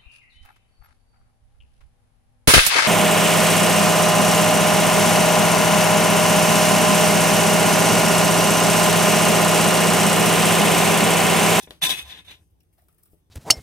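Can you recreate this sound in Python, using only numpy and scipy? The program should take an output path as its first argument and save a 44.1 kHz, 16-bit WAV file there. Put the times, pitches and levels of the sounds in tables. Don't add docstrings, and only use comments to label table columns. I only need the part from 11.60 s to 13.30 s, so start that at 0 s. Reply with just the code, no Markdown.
import sys
import numpy as np
from scipy import signal
from scipy.io import wavfile
from scipy.ndimage import uniform_filter1d

SR = 44100
rng = np.random.default_rng(int(sys.argv[2]) if len(sys.argv) > 2 else 0)


def invert_db(x):
    u = np.asarray(x, float) / 20
    return 10 ** u


def dump_mix(stems):
    frames = np.atleast_2d(stems).T
    limited = np.clip(frames, -1, 1)
    pcm = np.round(limited * 32767).astype(np.int16)
    wavfile.write(sys.argv[1], SR, pcm)


N = 74970
T = np.arange(N) / SR


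def evened(x):
    return x / np.sqrt(np.mean(x ** 2) + 1e-20)


def read(points, hz):
    f, value = np.transpose(points)
    return np.interp(np.log(hz + 1), np.log(f + 1), value)


def colour(x, spectrum, unit=True):
    hz = np.abs(np.fft.fftfreq(4096, 1 / SR))
    log_gain = read(spectrum, hz).clip(-100) * np.log(10) / 20
    taps = np.fft.ifft(np.exp(np.conj(signal.hilbert(log_gain)))).real[:2048]
    if unit:
        taps = taps / np.linalg.norm(taps)
    return signal.oaconvolve(x, taps)[:N]


def resonate(x, hz, width):
    turn = np.exp(2j * np.pi * np.cumsum(hz * np.ones(N)) / SR)
    r = np.exp(-np.pi * width / SR)
    return 2 * (turn * signal.lfilter([1 - r], [1, -r], x / turn)).real


def slips(per_s, spread_db):
    size = invert_db(spread_db * np.minimum(rng.exponential(1, N), 5)) * rng.choice([-1., 1.], N)
    return evened(size * (rng.random(N) < per_s / SR))


def puffs(times, dbs, t60):
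    envelope = np.zeros(N)
    for s, db in zip(times, dbs):
        envelope += (T >= s) * invert_db(db - 60 * np.abs(T - s) / t60)
    return envelope * rng.standard_normal(N)


def drag():
    # treble/dB,
    # bass/dB (before a 2 dB lift), boom/dB, ringing/dB
    course = [
        [(0.0, -53, 2.5, -3, -9, 7), (0.014, -51, -7.5, -3, -32, -1), (0.034, -56, 7.5, 5, -0.5, 6.2),
         (0.042, -52, -5, -5.5, 0.5, 0), (0.066, -68, 6, 5, -15, -8), (0.074, -58.5, -16, 17, 4.5, -3.5),
         (0.1, -72, 8, 10.5, 17.5, 4)],
        [(0.2, -79.5, 2.5, -4, 7, -7), (0.206, -91, -6, -5.5, 23, -22), (0.218, -28.5, -11.5, 0, -29.5, 1),
         (0.234, -24, -3.5, -9, -18.5, 6.6), (0.252, -22.5, -6, -13, -20.5, -2.3),
         (0.286, -34, -2, 3, -13, 3.3), (0.306, -23.5, -7, -2.5, -20.5, 1),
         (0.36, -38.5, -6.5, -29, -14.5, 0.4), (0.396, -35.5, -10, -29, -18.5, -1),
         (0.43, -47.5, -7.5, 1, -13, -0.5)],
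        [(0.44, -50, -13, 1, -15.5, 1.5), (0.488, -45.5, -9.5, 1, -23, -4.2),
         (0.504, -40, -15, -16, -17.5, 1.4), (0.558, -45.5, -18.5, 0.5, -15.5, -9),
         (0.592, -44.5, -17.5, -33, -12, -1.4), (0.64, -68.5, -9.5, -23, -6, -8)],
        [(0.65, -56, -11, -10, -10, -5), (0.672, -54.5, -10, -8.5, -12, -5)],
        [(0.68, -48, -16, -13, -10.5, 1.5), (0.716, -42.5, -16.5, -19, -17.5, -8.1),
         (0.754, -53, -15, -17, -10.5, -8), (0.76, -62, -7, -11, -5, -4)],
        [(0.775, -63.5, -11.5, -2, -4.5, -4), (0.831, -84, 8.5, 16.5, 14.5, -5), (0.865, -90, 9, -6, 18, -6),
         (0.875, -100, 20, 16, 32, 4), (0.893, -93, 8.5, -1, 17, -14), (0.9, -95, 8, -7, 21.5, -1.8)],
    ]
    # t/s, starting level/dB
    jolts = [(0.2213, -25), (0.2326, -23.5), (.2375, -24), (0.249, -20), (0.262, -24.5), (0.266, -25),
             (0.293, -22.5), (0.2999, -22), (0.304, -28), (0.313, -24), (.388, -30.5), (0.709, -38.5)]
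    # f/Hz, width of the narrower stage/Hz, relative level/dB
    modes = [(801.4, 79, -8.5), (1019.3, 25, -0.5), (1705, 20, -6), (2086, 31, -13), (2554.5, 19, 4.5),
             (2797, 13, -11), (3200, 69, -12), (3497, 110, 5.5), (3614, 110, 0.5), (3730, 60.03, -14),
             (5030, 60, -13), (6225, 100, -14.5)]
    # f/Hz, relative level/dB
    wide_colour = [(250, -46.5), (500, -13.5), (900, -5), (1280, -12), (1800, -6), (3000, -3.5), (4000, -9),
                   (4600, -20.5), (6500, -20), (7200, -30), (9000, -66)]
    # f/Hz, relative level/dB
    fizz_colour = [(2940, -32.5), (5000, -3.5), (5390, -5.5), (6160, -0.5), (7290, -10), (8170, -0.5),
                   (14200, -5.5), (15900, -21), (16400, -34)]
    # f/Hz, relative level/dB
    boom_colour = [(50, -41), (120, -13), (165, 0.9), (225, -13.5), (310, -6), (450, -13.5), (700, -26),
                   (1500, -61.5)]
    rings_db, wide_db, bass_edge_hz, jolt_t60_s = -3.5, -6, 1700, 0.025
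    wander = 0.0098

    s, level_db, treble_db, bass_db, boom_db, ring_db = np.vstack(course).T
    grit = slips(9000, 1.5)
    rub = grit * invert_db(np.interp(T, s, level_db)) + puffs(*np.transpose(jolts), jolt_t60_s)
    top, low, deep = (rub * invert_db(np.interp(T, s, db)) for db in (treble_db, bass_db, boom_db))
    bass_filter = signal.butter(2, bass_edge_hz, fs=SR)
    both = rub + signal.lfilter(*bass_filter, low * invert_db(2.0) - rub)

    drift = rng.standard_normal((len(modes), int(T[-1] / .05) + 2))
    bends = [1 + wander * np.interp(T, np.linspace(0, T[-1], len(d)), d) for d in drift]

    def ringing(x):
        out = np.zeros(N)
        for (hz, width, db), bend in zip(modes, bends):
            out += invert_db(db) * resonate(resonate(x, hz * bend, 3 * width), hz * bend, width)
        return out

    rings = ringing(both * invert_db(np.interp(T, s, ring_db))) / np.std(ringing(grit))
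    scrape = invert_db(rings_db) * rings + invert_db(wide_db) * colour(both, wide_colour)
    return scrape + colour(top, fizz_colour) + colour(deep, boom_colour)


def knocks():
    # t/s, peak of the ring/dB, crack against that peak/dB, strongest region f/Hz, contact/s
    hits = [(0.0739, -39, -22, 483, 0.00019), (0.1074, -33.5, 1.5, 515, 0.00036),
            (1.5327, -45, -42, 250, 0.00084)]
    # f/Hz, relative level/dB, t60/s
    wood = [(68.1, 3.8, .14), (160.7, -9.5, 0.11), (324, -5, .07), (415.6, -1, 0.069), (496, -2.6, 0.077),
            (606, -3.5, .12), (700, -3.5, .06), (2500, -4, .015)]
    # f/Hz, relative level/dB
    crack_colour = [(470, -33), (800, -4.5), (1770, -7), (3590, -5), (5060, -10.5), (6510, -19.5),
                    (11100, -17), (16400, -25.5)]
    crack_t60_s, tail_db, tail_t60_s = 0.0067, -17.5, .2
    region_db_per_octave = -6.

    s, peak_db, crack_db, _, _ = np.transpose(hits)
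    crack = puffs(s, peak_db + crack_db, crack_t60_s)
    crack_tail = puffs(s, peak_db + crack_db + tail_db, tail_t60_s)
    out = colour(crack + crack_tail, crack_colour)
    for at, knock_db, _, region_hz, contact in hits:
        t = np.maximum(T - at, 0)
        ring = np.zeros(N)
        for hz, db, t60 in wood:
            mode_db = db + region_db_per_octave * abs(np.log2(hz / region_hz))
            ring += invert_db(mode_db - 60 * t / t60) * np.sin(2 * np.pi * hz * t)
        ring = np.convolve(ring, np.hanning(int(2 * contact * SR) + 3))[:N]
        out -= invert_db(knock_db) * ring / abs(ring).max()
    return out


def silk():
    # t/s, level/dB, body against that level/dB
    whisper = [(.9, -78, -10), (.974, -94.5, -5.5), (1.003, -91.5, -5), (1.008, -77, -3), (1.024, -82, -19),
               (1.036, -77.5, -5.5), (1.076, -96, -1), (1.125, -94, -2.5), (1.13, -71.5, -9),
               (1.165, -81.5, -8.5), (1.177, -76.5, -5.5), (1.184, -70.5, -4.5), (1.24, -77, -6.5),
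               (1.28, -82, -7.5), (1.286, -69, -2), (1.3, -74.5, -3.5), (1.379, -79.5, -11),
               (1.385, -68.5, -7), (1.425, -76.5, -8.5), (1.434, -63, -15), (1.448, -70.5, -18.5),
               (1.46, -64.5, -12), (1.49, -76, -5), (1.51, -70.5, -15.5), (1.54, -69.5, -9),
               (1.56, -79, -13), (1.596, -78.5, -6), (1.632, -93, 1), (1.7, -99, 1.5)]
    # t/s, starting level/dB, ring against that level/dB, ring f/Hz
    snaps = [(1.0056, -66, -4, 2670), (1.003, -74, 6, 5216), (1.0325, -65.5, -12, 700),
             (1.1274, -71, -6.5, 2216), (1.1345, -66, -10, 2100), (1.181, -64.5, 5.5, 680),
             (1.190, -71.5, 1.5, 1850), (1.221, -61.5, -1.5, 680), (1.24, -69, -7, 700),
             (1.284, -58.5, -5.5, 1250), (1.327, -64, -10.5, 1289), (1.346, -65.5, -12.5, 1271),
             (1.3828, -60, -11.5, 1796), (1.395, -67, -8, 1280), (1.434, -52.5, -22, 1260),
             (1.457, -58, -11, 1252), (1.476, -62, -17, 1404)]
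    # f/Hz, relative level/dB
    top_colour = [(2940, -45), (5000, -12), (6600, -20), (7930, -8), (11900, -3), (13400, -6), (15300, -3),
                  (16400, -12)]
    # f/Hz, relative level/dB
    body_colour = [(290, -42), (500, -15.5), (655, -4), (983, -14.5), (1210, -5.5), (1510, -14),
                   (1990, -12), (2450, -13.5), (6000, -23), (7800, -50.5), (13200, -120)]
    slips_per_s, spread_db = 17000, 4
    snap_t60_s, ring_t60_s, ring_q = 0.017, 0.073, 5.1

    s, level_db, body_db = np.transpose(whisper)
    at, peak_db, _, _ = np.transpose(snaps)
    top = slips(slips_per_s, spread_db) * invert_db(np.interp(T, s, level_db, left=-120))
    top += puffs(at, peak_db, snap_t60_s)
    body = slips(slips_per_s, spread_db) * invert_db(np.interp(T, s, level_db + body_db, left=-120))
    out = colour(top, top_colour) + colour(body, body_colour)
    for start, tick_db, ring_db, hz in snaps:
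        width = hz / ring_q
        burst = puffs([start], [tick_db + ring_db], ring_t60_s)
        ring = resonate(resonate(burst, hz, 2 * width), hz, width)
        out += ring * np.sqrt(SR / width / 2 / np.pi)
    return out


def space(x):
    # f/Hz, t60/s
    decay = [(200, .35), (800, .3), (1500, .22), (3000, .22), (6000, .22), (12000, .2)]
    # f/Hz, level against the centre/dB
    side_colour = [(60, -18), (200, -17.5), (400, -12.5), (800, -9), (1500, -0.5), (3000, 1), (5000, -1.6),
                   (8000, 1.24), (15000, -1.1)]
    room_db, left_db, near_s = -14.5, 1.5, 0.0031
    shifts_per_s = 4.3

    taps = np.zeros((2, SR // 2))
    slots = np.arange(300, SR // 2 - 20, 20)
    at = slots + rng.integers(0, 20, (2, len(slots)))
    np.put_along_axis(taps, at, rng.choice([-1., 1.], at.shape), 1)
    hz, t, z = signal.stft(taps, SR, nperseg=256)
    tail = signal.istft(z * invert_db(-60 * t / read(decay, hz)[:, None]), SR, nperseg=256)[1]
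    tail *= invert_db(room_db) / np.linalg.norm(tail[0])

    near = rng.standard_normal((2, 1000)) * np.exp(-T[:1000] / near_s)
    near /= np.linalg.norm(near, axis=1)[:, None]
    turn = 2 * np.pi * shifts_per_s * T
    swung = x * np.array([np.cos(turn), np.sin(turn)])
    reflected = signal.fftconvolve(swung, near, axes=1).sum(0)[:N]
    side = colour(reflected, side_colour, unit=False)

    wet = x + side * np.array([[1], [-1]]) + signal.fftconvolve(x[None], tail, axes=1)[:, :N]
    return wet * invert_db(np.array([[left_db], [-left_db]]))


def rumble():
    # t/s, level/dB
    press = [(0, -63), (.04, -59.5), (.18, -64), (.3, -51.5), (.41, -56.5), (.48, -53), (.58, -63.5),
             (.69, -57), (.9, -62.5), (1.4, -67), (1.7, -65.5)]
    # f/Hz, f/Hz
    band = (54, 96)
    s, db = np.transpose(press)
    sos = signal.butter(2, band, "bandpass", fs=SR, output="sos")
    low = signal.sosfilt(sos, rng.standard_normal((2, N + SR)))[:, SR:]
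    stereo = low[0] + .3 * low[1] * np.array([[1], [-1]])
    return invert_db(np.interp(T, s, db)) * evened(stereo)


def hush():
    # f/Hz, left-right likeness (1 the same, 0 unrelated, below 0 opposed)
    likeness = [(60, 1), (240, -1.6), (950, -0.24), (3770, 0.03), (15000, -0.11)]
    # f/Hz, relative level/dB
    hush_colour = [(20, -29), (60, -6.5), (120, -9), (200, -17.5), (400, -25), (800, -22), (1200, -34.5),
                   (3000, -35), (6800, -49.5), (9000, -41), (15000, -38.5), (16400, -48.5)]
    hush_db, swell_db = -71.5, 2.

    frames, hz = N // 512 + 5, np.fft.rfftfreq(2048, 1 / SR)
    a, b, c, d, patches = rng.standard_normal((frames, 1025, 5)).T
    patches = evened(uniform_filter1d(uniform_filter1d(patches, 12, 0), 8, 1))
    same = np.clip(read(likeness, hz), -1, 1)[:, None]
    left = a + 1j * b
    right = same * left + np.sqrt(1 - same ** 2) * (c + 1j * d)
    z = np.array([left, right]) * invert_db(read(hush_colour, hz)[:, None] + swell_db * patches)
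    noise = signal.istft(z, nperseg=2048, noverlap=1536)[1][:, :N]
    return invert_db(hush_db) * evened(noise)


def scene():
    return space(drag() + knocks() + silk()) + hush() + rumble()


def top_cut(x):
    return signal.sosfilt(signal.butter(12, 16510, fs=SR, output="sos"), x)


def record(dry):
    low_pass = signal.firwin(511, 16300, window=("kaiser", 9), fs=SR)
    mix = signal.oaconvolve(dry, low_pass[None], "same")
    return top_cut(mix)


dry = scene()
out = record(dry)
dump_mix(out)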